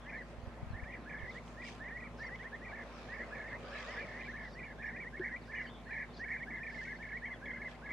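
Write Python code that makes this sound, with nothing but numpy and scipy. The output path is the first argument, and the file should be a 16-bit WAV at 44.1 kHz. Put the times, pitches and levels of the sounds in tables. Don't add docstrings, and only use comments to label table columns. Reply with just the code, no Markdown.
import sys
import numpy as np
from scipy import signal
from scipy.fft import rfft, irfft
from scipy.io import wavfile
from scipy.ndimage import uniform_filter1d, map_coordinates

SR = 44100
rng = np.random.default_rng(int(sys.argv[2]) if len(sys.argv) > 2 else 0)


def voltage_ratio(decibels):
    exponent = np.asarray(decibels, float) / 20
    return 10 ** exponent


def digitize_waveform(pressure):
    field = np.atleast_2d(pressure).T
    bounded = np.clip(field, -1, 1)
    quanta = np.round(bounded * 32767).astype(np.int16)
    wavfile.write(sys.argv[1], SR, quanta)


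N = 349272


def unit(x):
    return x / np.sqrt(np.mean(x ** 2) + 1e-20)


def along(points, hz):
    f, v = np.transpose(points)
    return np.interp(np.log(hz + 1), np.log(f + 1), v)


def curves(rows):
    times, *columns = np.transpose(rows)
    return [np.interp(np.arange(N) / SR, times, column) for column in columns]


def wobble(rate, size=N):
    knots = rng.standard_normal(int(size * rate / SR) + 4)
    return map_coordinates(knots, [np.arange(size) * rate / SR])


def tone(hz):
    return np.sin(2 * np.pi * np.cumsum(hz, axis=-1) / SR)


def add(out, s, sound):
    part = out[..., max(round(s * SR), 0):][..., :sound.shape[-1]]
    part += sound[..., :part.shape[-1]]


def sides(pan_db):
    return voltage_ratio(np.array([pan_db / 2, -pan_db / 2])).reshape(2, -1)


def rush(spectrum, patchy_db):
    # (frequency [Hz], likeness [0-1])
    likeness = [(60, 1), (130, 1), (280, 0.9), (610, 0.92), (1320, 0.67), (2850, 0.21), (6180, 0.066),
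                (13400, 0.08)]
    z = signal.stft(rng.standard_normal((2, N)), nperseg=512)[2]
    patches = uniform_filter1d(rng.standard_normal(z.shape[1:]), 6, 0)
    patches = uniform_filter1d(patches, 10, 1)
    noise = signal.istft(z * voltage_ratio(patchy_db * unit(patches)), nperseg=512)[1][:, :N]
    hz = np.fft.rfftfreq(N, 1 / SR)
    turn = np.arccos(np.clip(along(likeness, hz), -1, 1)) / 2
    mid, side = irfft(rfft(noise) * voltage_ratio(along(spectrum, hz)) * [np.cos(turn), np.sin(turn)], N)
    return unit(np.array([mid + side, mid - side]))


def flock():
    # (time [s], gain of the flip tops [dB])
    facing = [
        (0, -1),
        (2, -3.5),
        (4, -2.5),
        (5.5, -1.5),
        (6.8, 2),
        (7.9, 8),
    ]
    # (time of flip [s], slide [s], valley pitch [Hz], level [dB])
    low_pips = [(0.102, 0.067, 1720, -52.5), (0.766, 0.042, 1770, -49.5), (1.84, 0.049, 1774, -46),
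                (1.906, 0.043, 1790, -49), (2.468, 0.04, 1790, -45), (2.552, 0.038, 1763, -42.5),
                (3.231, 0.063, 1886, -43), (3.552, 0.047, 1775, -44), (4.014, 0.063, 1705, -46),
                (4.306, 0.039, 1760, -44), (4.915, 0.034, 1750, -49), (4.638, 0.041, 1620, -56),
                (4.89, 0.063, 1800, -45), (.883, 0.04, 1790, -47.5), (4.36, .04, 1740, -47),
                (4.245, .06, 1830, -51), (4.995, 0.048, 1790, -48), (5.074, 0.035, 1836, -43.5),
                (6.954, 0.095, 1682, -49.5), (7.184, 0.022, 1750, -50), (7.571, 0.041, 1640, -51),
                (7.745, 0.045, 1678, -61)]
    high_pips = [(1.305, 0.052, 1962, -46), (1.381, 0.04, 1937, -45), (1.97, 0.071, 1870, -44),
                 (2.351, 0.059, 1930, -46.5), (2.426, 0.038, 1936, -46), (3.139, 0.061, 1860, -44.5),
                 (3.552, 0.05, 1947, -50), (3.919, 0.062, 1935, -48), (5.282, 0.081, 1908, -44),
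                 (5.615, 0.085, 1912, -44), (6.01, 0.076, 1860, -44), (6.43, 0.037, 1823, -42),
                 (7.168, .05, 1870, -42), (7.254, 0.04, 1897, -41), (7.902, 0.024, 1915, -50.5),
                 (5.17, 0.047, 1800, -45), (6.85, 0.046, 1780, -45), (6.04, .03, 1800, -48),
                 (6.24, 0.052, 1840, -41), (.796, 0.032, 1760, -48), (.904, .015, 1850, -46),
                 (7.91, .03, 1650, -50)]
    tall_pips = [(.836, .026, 1700, -46), (3.962, .02, 1850, -49), (3.985, .02, 1860, -50),
                 (4.19, .04, 1950, -51), (5.36, 0.055, 1897, -40), (1.882, 0.048, 1950, -44)]
    arches = [(0.18, 0.066, 1740, -46), (0.932, 0.02, 1780, -50.5), (5.62, .015, 1750, -44),
              (4.443, 0.0299, 1760, -47.5), (6.541, 0.057, 1914, -46.5)]
    # (first flip [s], slide [s], valley pitch [Hz], flip spacing [s], level [dB])
    low_flip_arches = [(2.231, 0.048, 1760, 0.021, -45), (3.476, 0.049, 1766, 0.021, -47.5),
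                       (3.775, 0.067, 1669, 0.03, -50.5), (5.276, 0.065, 1640, 0.025, -49.5),
                       (6.743, 0.038, 1730, 0.034, -47), (6.873, 0.021, 1800, 0.019, -44.5),
                       (7.269, 0.032, 1704, 0.032, -48.5), (7.497, 0.03, 1885, 0.034, -51),
                       (7.615, 0.05, 1666, 0.03, -48), (7.858, 0.043, 1632, 0.031, -49)]
    high_flip_arches = [(0.092, 0.046, 1974, 0.036, -51.5), (1.616, 0.055, 1890, 0.032, -49),
                        (2.001, 0.038, 1914, 0.033, -49), (2.648, 0.046, 1910, 0.032, -49),
                        (3.999, 0.046, 1940, 0.013, -47), (4.206, 0.074, 1976, 0.04, -49),
                        (4.59, 0.046, 1940, 0.037, -48), (4.961, 0.043, 1890, 0.039, -47),
                        (5.547, 0.03, 1990, 0.021, -46.5), (5.905, 0.052, 1840, 0.021, -48.5),
                        (5.98, 0.056, 2002, 0.028, -50), (6.33, 0.08, 1930, 0.036, -52)]
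    short_twos = [(5.65, .02, 1730, .028, -54), (7.024, .042, 1760, .026, -47),
                  (7.087, .03, 1700, .029, -48), (6, .02, 1750, .031, -49),
                  (3.19, .02, 1750, 0.0223, -49.5), (5.165, .04, 1700, 0.015, -52),
                  (5.586, .03, 1720, .014, -43.5), (4.13, .02, 1750, .018, -50)]
    two_flips = [
        (.92, 0.02, 1900, 0.02, -48),
    ]
    three_flips = [(0.118, 0.02, 1708, 0.018, -49), (1.101, .02, 1720, .029, -50),
                   (3.155, 0.046, 1722, 0.033, -47.5), (3.93, 0.053, 1730, 0.025, -50),
                   (4.073, .012, 1736, .025, -47.5), (4.165, 0.03, 1780, 0.019, -50),
                   (4.2, 0.047, 1770, 0.019, -53), (4.663, 0.02, 1710, 0.025, -50.5),
                   (5.242, 0.038, 1760, 0.017, -41.5), (6.314, 0.038, 1777, 0.019, -39.5),
                   (7.455, 0.043, 1674, 0.024, -48)]
    high_trills = [(4.82, .042, 1760, .033, -46), (4.828, .03, 1680, .033, -49),
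                   (1.093, 0.04, 1700, 0.029, -48.5), (3.346, .045, 1700, .031, -50),
                   (6.63, .04, 1780, .033, -45)]
    # (first flip [s], flip spacing [s], level [dB])
    four_flips = [(1.183, 0.023, -48), (2.753, 0.022, -46), (3.354, .029, -48.5), (3.748, 0.022, -48.5),
                  (4.368, .025, -46.5), (5.516, 0.031, -46.5), (5.93, .03, -43), (6.28, 0.022, -45.5),
                  (6.503, 0.026, -46)]
    full_trills = [(s, .042, 1727, period, db) for s, period, db in four_flips]
    # (whistles, top pitch [Hz], number of flips, last one held?)
    kinds = [(low_pips, 2054, 1, False), (high_pips, 2192, 1, False), (tall_pips, 2325, 1, False),
             (arches, 2030, 1, True), (low_flip_arches, 2153, 2, True), (high_flip_arches, 2395, 2, True),
             (short_twos, 2230, 2, False), (two_flips, 2395, 2, False), (three_flips, 2200, 3, False),
             (high_trills, 2365, 3, False), (full_trills, 2230, 4, False)]
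    out = np.zeros((2, N))
    tops_db, = curves(facing)
    for table, top_hz, count, arch in kinds:
        for s, slide, valley_hz, *period, db in table:
            height = top_hz / valley_hz - 1
            call = whistle(slide, valley_hz, height, sum(period), tops_db[round(s * SR)], count, arch)
            add(out, s - slide, voltage_ratio(db - 0.7) * call * sides(rng.normal(-.7, .8)))
    return out


def whistle(slide, valley_hz, height, period, tops_db, count, arch):
    end = (count - 1) * period + (.046 if arch else .02 if count > 1 else .013)
    t = np.arange(-slide, end, 1 / SR)
    scoop = .12 * t / slide - 0.1498 * np.exp(-(t + slide) / 0.00998)
    glide = 1.06 + min(slide / .04, 1) ** 2 * scoop
    flips = np.zeros_like(t)
    for k in range(count):
        since = t - k * period - .006
        held = arch and k == count - 1
        fall = np.maximum(since - 0.01783, 0) / 0.0149 if held else since / .007
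        quaver = 1 - held * 0.238 * np.sin(np.pi * 70 * np.maximum(since, 0)) ** 2
        flip = np.exp(-np.abs(np.where(since < 0, since / 0.00401, fall)) ** 2.63)
        flips += (1 - 0.0594 * k) * quaver * flip
    ratio = np.where(t < 0, glide, 1 + 0.06 * np.exp(-np.abs(t) / 0.01) + height * flips)
    ratio -= 0.16 * (count > 1 or arch) * np.exp((t - end) / 0.00653)
    hz = valley_hz * ratio * (1 + 0.0057 * wobble(124.7, len(t)))
    swell = (1 - np.exp(-(t + slide) / 0.018)) * (1 - np.exp((t - end) / 0.0043))
    swell *= voltage_ratio(tops_db * flips + 1.5 * wobble(60.0, len(t)))
    overtones = voltage_ratio(-36.5) * flips * tone(2 * hz) + voltage_ratio(-41.5) * tone(3 * hz)
    return np.sqrt(2) * swell * (tone(hz) + overtones)


def chirps():
    # (time [s], length [s], start pitch [Hz], level [dB])
    dives = [(.878, .035, 3500, -73.5), (1.3, 0.032, 4400, -70.5), (1.27, .02, 4200, -76),
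             (1.178, 0.03, 3500, -68), (2.429, 0.022, 3600, -71), (4.43, .03, 4700, -78),
             (5.415, 0.033, 4700, -73), (5.662, 0.015, 3290, -65), (2.54, .02, 3600, -73),
             (6.56, .025, 3900, -74), (6.132, 0.041, 4660, -69.5), (7.457, .012, 3400, -67)]
    slurs = [(0.143, 0.057, 4560, -76), (0.417, 0.046, 4530, -78), (0.697, 0.049, 4500, -76),
             (0.962, 0.083, 4700, -77), (6.965, 0.018, 4500, -72)]
    peeps = [(4.645, 0.041, 2850, -74), (4.86, 0.032, 2870, -73), (5.545, .03, 6300, -80),
             (5.558, 0.056, 2900, -65.5), (5.694, 0.068, 3600, -67), (5.83, .12, 4320, -78.5),
             (4.83, .018, 5550, -80), (4.862, .022, 5550, -79), (6.09, 0.027, 3600, -78)]
    lifts = [
        (5.686, 0.016, 3050, -63),
        (7.507, 0.014, 2990, -66),
    ]
    sags = [(2.24, .035, 4760, -71.5), (2.26, .02, 5670, -77), (4.522, .04, 4680, -73),
            (4.53, .03, 5700, -77), (5.462, .048, 5050, -77), (5.655, 0.036, 4680, -69.5),
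            (5.692, 0.023, 3220, -65.5), (6.195, 0.027, 4900, -71)]
    out = np.zeros((2, N))
    for table, slope in [(dives, -13), (slurs, -5.5), (peeps, -1.1), (lifts, 12.5), (sags, -3)]:
        for s, length, start_hz, db in table:
            u = np.linspace(0, 1, round(length * SR))
            octaves = slope * length * u * (.4 + .6 * u)
            hz = start_hz * 2 ** octaves * (1 + .006 * wobble(150, len(u)))
            shape = np.sin(np.pi * u) ** 0.12 * voltage_ratio(db + 4.5 + 3.5 * wobble(115, len(u)))
            add(out, s, shape * tone(hz) * sides(rng.normal(1.5, 2)))
    return out


def hoops():
    # (time [s], length [s], top pitch [Hz], level [dB])
    notes_up_and_over = [
        (7.25, .045, 3180, -64.5),
        (7.32, .052, 3420, -64),
        (.005, .07, 3420, -70),
    ]
    out = np.zeros((2, N))
    for s, length, top_hz, db in notes_up_and_over:
        u = np.linspace(0, 1, round(length * SR))
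        hz = top_hz * (1 - 0.253 * ((u - .4) / .6) ** 2)
        add(out, s, np.sin(np.pi * u) ** .3 * voltage_ratio(db + 4.3 * wobble(90, len(u))) * tone(hz))
    return out


def buzz():
    # (time [s], length [s], centre pitch [Hz], sweep [Hz], sweep rate [1/s], level [dB])
    buzz_note = [
        (5.742, .072, 3370, 520, 75, -60),
    ]
    out = np.zeros((2, N))
    (s, length, centre_hz, sweep_hz, rate, db), = buzz_note
    t = np.arange(round(length * SR)) / SR
    saw = (rate * t) % 1
    shape = np.sin(np.pi * saw) * voltage_ratio(db + 2 - 5 * t / length)
    add(out, s, shape * tone(centre_hz + sweep_hz * (2 * saw - 1)))
    return out


def rasps():
    # (time [s], length [s], level [dB])
    rasp_calls = [(1.273, 0.075, -77), (2.164, 0.079, -71), (4.425, 0.13, -72.5), (5.41, .1, -77),
                  (5.585, .09, -78), (6.131, 0.087, -66), (6.682, .115, -74)]
    out = np.zeros((2, N))
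    k = np.arange(4, 12)[:, None]
    for s, length, db in rasp_calls:
        u = np.linspace(0, 1, round(length * SR))
        hz = k * (560 + (1104 - 560) * np.exp(-(u / .5) ** 2))
        uneven = voltage_ratio([4.5 * wobble(86, len(u)) for _ in k])
        beak = np.exp(-((hz - 4730) / 1300) ** 2)
        voice = (uneven * beak * tone(hz)).sum(0)
        add(out, s, voltage_ratio(db + 1.5) * np.sin(np.pi * u) ** 0.37 * voice * sides(rng.normal(2.5, 1.5)))
    return out


def shore(x):
    ring_s = [(1000, 0.22), (3000, 0.14)]  # (frequency [Hz], time to fall 60 dB [s])
    hz, t, z = signal.stft(rng.standard_normal((2, SR // 3)), SR, nperseg=256)
    tail = signal.istft(z * voltage_ratio(-60 * t / along(ring_s, hz)[:, None]), SR, nperseg=256)[1]
    tail /= np.linalg.norm(tail, axis=1, keepdims=True)
    banks = voltage_ratio(-10.5) * signal.fftconvolve(x, tail, axes=1)[:, :N]
    surface = voltage_ratio(-10.0) * np.pad(x, ((0, 0), (round(0.0083 * SR), 0)))[:, :N]
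    return voltage_ratio(-0.5) * x + surface + banks


def surges():
    # (time of peak [s], build-up [s], dying away [s], spray level [dB], mist against spray [dB])
    wading_legs = [(.3, .04, 0.036, -75, 3), (1.37, 0.15, .04, -66.5, -5), (1.48, 0.063, 0.12, -71.5, 3),
                   (1.68, 0.061, .11, -57, -6.5), (2.25, 0.19, 0.69, -72.5, -8),
                   (3.02, 0.23, 0.17, -61.5, -18), (3.35, 0.47, 0.53, -69.5, -8),
                   (3.82, 0.23, 0.36, -57, -26), (4.25, 0.59, 0.27, -67, -17), (5.55, 0.12, 0.27, -73, -11),
                   (6.82, 0.13, 0.24, -65, -9.5), (7.7, 0.039, 0.067, -64, -12)]
    t = np.arange(0, N, 64) / SR
    spray, mist = voltage_ratio(-76.5), voltage_ratio(-76.5 - 8.5)
    for s, build, dying, db, mist_db in wading_legs:
        away = np.abs((t - s) / np.where(t < s, build, dying))
        surge = voltage_ratio(db - 12.5 * away ** 1.25)
        spray, mist = np.hypot(spray, surge), np.hypot(mist, voltage_ratio(mist_db) * surge)
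    return curves(np.transpose([t, spray, mist]))


def wading():
    # (frequency [Hz], level per Hz [dB])
    spray_spectrum = [(710, -33), (1200, -14), (1440, -5.5), (1960, -18), (2290, 4), (5860, -9.5),
                      (8990, -27.5), (13000, -55)]
    # (frequency [Hz], level per Hz [dB])
    mist_spectrum = [(2350, -41), (4000, -10), (4450, -4), (7070, -3.5), (12300, -26.5), (13500, -49)]
    spray, mist = surges()
    grain = voltage_ratio(2.1 * wobble(400))
    out = voltage_ratio(3.5) * spray * unit(grain * rush(spray_spectrum, patchy_db=3.0))
    return out + voltage_ratio(-1) * mist * unit(grain * rush(mist_spectrum, patchy_db=1.2))


def churning():
    # (time [s], level [dB])
    wash = [
        (0, -58.5),
        (1.2, -55.5),
        (2.2, -55.5),
        (2.7, -51.5),
        (3.4, -48),
        (3.9, -46.5),
        (4.15, -50.5),
        (4.3, -58),
        (6.2, -77),
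        (7.92, -58.5),
    ]
    # (frequency [Hz], level per Hz [dB])
    churn_spectrum = [(180, -46), (300, -6.5), (566, 4), (855, -4.5), (1250, -0.5), (1480, -7),
                      (1730, -8.5), (2000, -14.5), (2600, -13), (4400, -120)]
    return voltage_ratio(curves(wash)[0] - 4) * rush(churn_spectrum, patchy_db=3.0)


def drops():
    # (time [s], level [dB])
    drop_ticks = [(1.3727, -51), (1.479, -47), (1.6516, -45), (2.359, -46), (2.389, -52), (3.2294, -57),
                  (5.1951, -49.5), (6.4293, -52), (6.8344, -57), (7.6899, -59)]
    # (time [s], level [dB], pitch [Hz], time to fall 60 dB [s])
    hollow_plop = [
        (5.195, -33, 365, .06),
    ]
    out = np.zeros((2, N))
    t = np.arange(SR // 12) / SR
    for s, db in drop_ticks:
        hiss = uniform_filter1d(rng.standard_normal(len(t)), size=4)
        ring = voltage_ratio(-60 * t / .004) * (np.sin(2 * np.pi * 3100 * t) + .3 * hiss)
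        add(out, s, voltage_ratio(db + 5.5) * (1 - np.exp(-t / .0002)) * ring)
    (s, db, hz, t60), = hollow_plop
    add(out, s, voltage_ratio(db + 12 - 60 * t / t60) * (1 - np.exp(-t / .005)) ** 2 * np.sin(2 * np.pi * hz * t))
    return out


def engine():
    # (time [s], firing rate [Hz], level [dB])
    idle = [
        (0.0, 53.6, -54.5),
        (0.61, 56.95, -51.5),
        (1.52, 54.78, -53),
        (7.65, 54.49, -54.5),
        (7.92, 54.4, -54.5),
    ]
    # (multiple of firing rate, level [dB])
    orders = [(1, 1), (2, -8.5), (3, -10), (4, -14)]
    hz, db = curves(idle)
    turn = 2 * np.pi * np.cumsum(hz) / SR
    lead = .3 * np.array([[1], [-1]])
    out = np.zeros((2, N))
    for k, level in orders:
        loudness = voltage_ratio(db + level + 0.81 * k * wobble(9))
        out += loudness * np.sin(k * turn + lead + 0.077 * k * wobble(8))
    return out


def fan():
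    # (pitch [Hz], level [dB])
    hums = [(239, -60), (717, -78.5), (1050, -70)]
    t = np.arange(N) / SR
    return sum(voltage_ratio(db + 2 + 1.4 * wobble(6.6)) * np.sin(2 * np.pi * hz * t + .5 * wobble(5)) for hz, db in hums)


def wind():
    # (time [s], level [dB], pitch [Hz], left over right [dB])
    puffs = [(0.378, -47, 72.7, -18), (0.428, -41, 72.7, -11.0), (0.468, -39, 91.5, -15),
             (0.623, -33, 107, 8.5), (0.664, -42, 72.7, 15), (0.698, -42, 84, 25), (0.727, -37, 73.4, -14),
             (0.745, -37, 72.7, -6), (0.822, -40, 74, 17.5), (1.198, -45, 113, -7), (1.226, -42, 73, -20),
             (1.239, -48, 137, -11)]
    out = np.zeros((2, N))
    t = np.arange(-.03, .03, 1 / SR)
    for s, db, hz, pan_db in puffs:
        swing = np.cos(2 * np.pi * hz * t + rng.normal(0, 1.0, (2, 1)))
        add(out, s - .02, voltage_ratio(db) * np.exp(-(2.4 * t * hz) ** 2) * swing * sides(pan_db))
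    return out


def open_air():
    # (frequency [Hz], level per Hz [dB])
    air_spectrum = [(15, -28), (40, -11), (80, -13), (130, -5), (240, -6.5), (284, -10), (644, -10),
                    (1040, -15.5), (1460, -20.5), (1810, -18), (2750, -27.5), (11200, -47.5), (12800, -51),
                    (13200, -67)]
    return voltage_ratio(-53.5) * rush(air_spectrum, patchy_db=1.5)


def scene():
    birds = shore(flock() + chirps() + hoops() + buzz() + rasps())
    water = wading() + churning() + drops()
    return birds + water + engine() + fan() + wind() + open_air()


def roll_off(x):
    return signal.sosfilt(signal.butter(12, 13970, fs=SR, output="sos"), x)


def record(dry):
    return roll_off(dry)


dry = scene()
out = record(dry)
digitize_waveform(out)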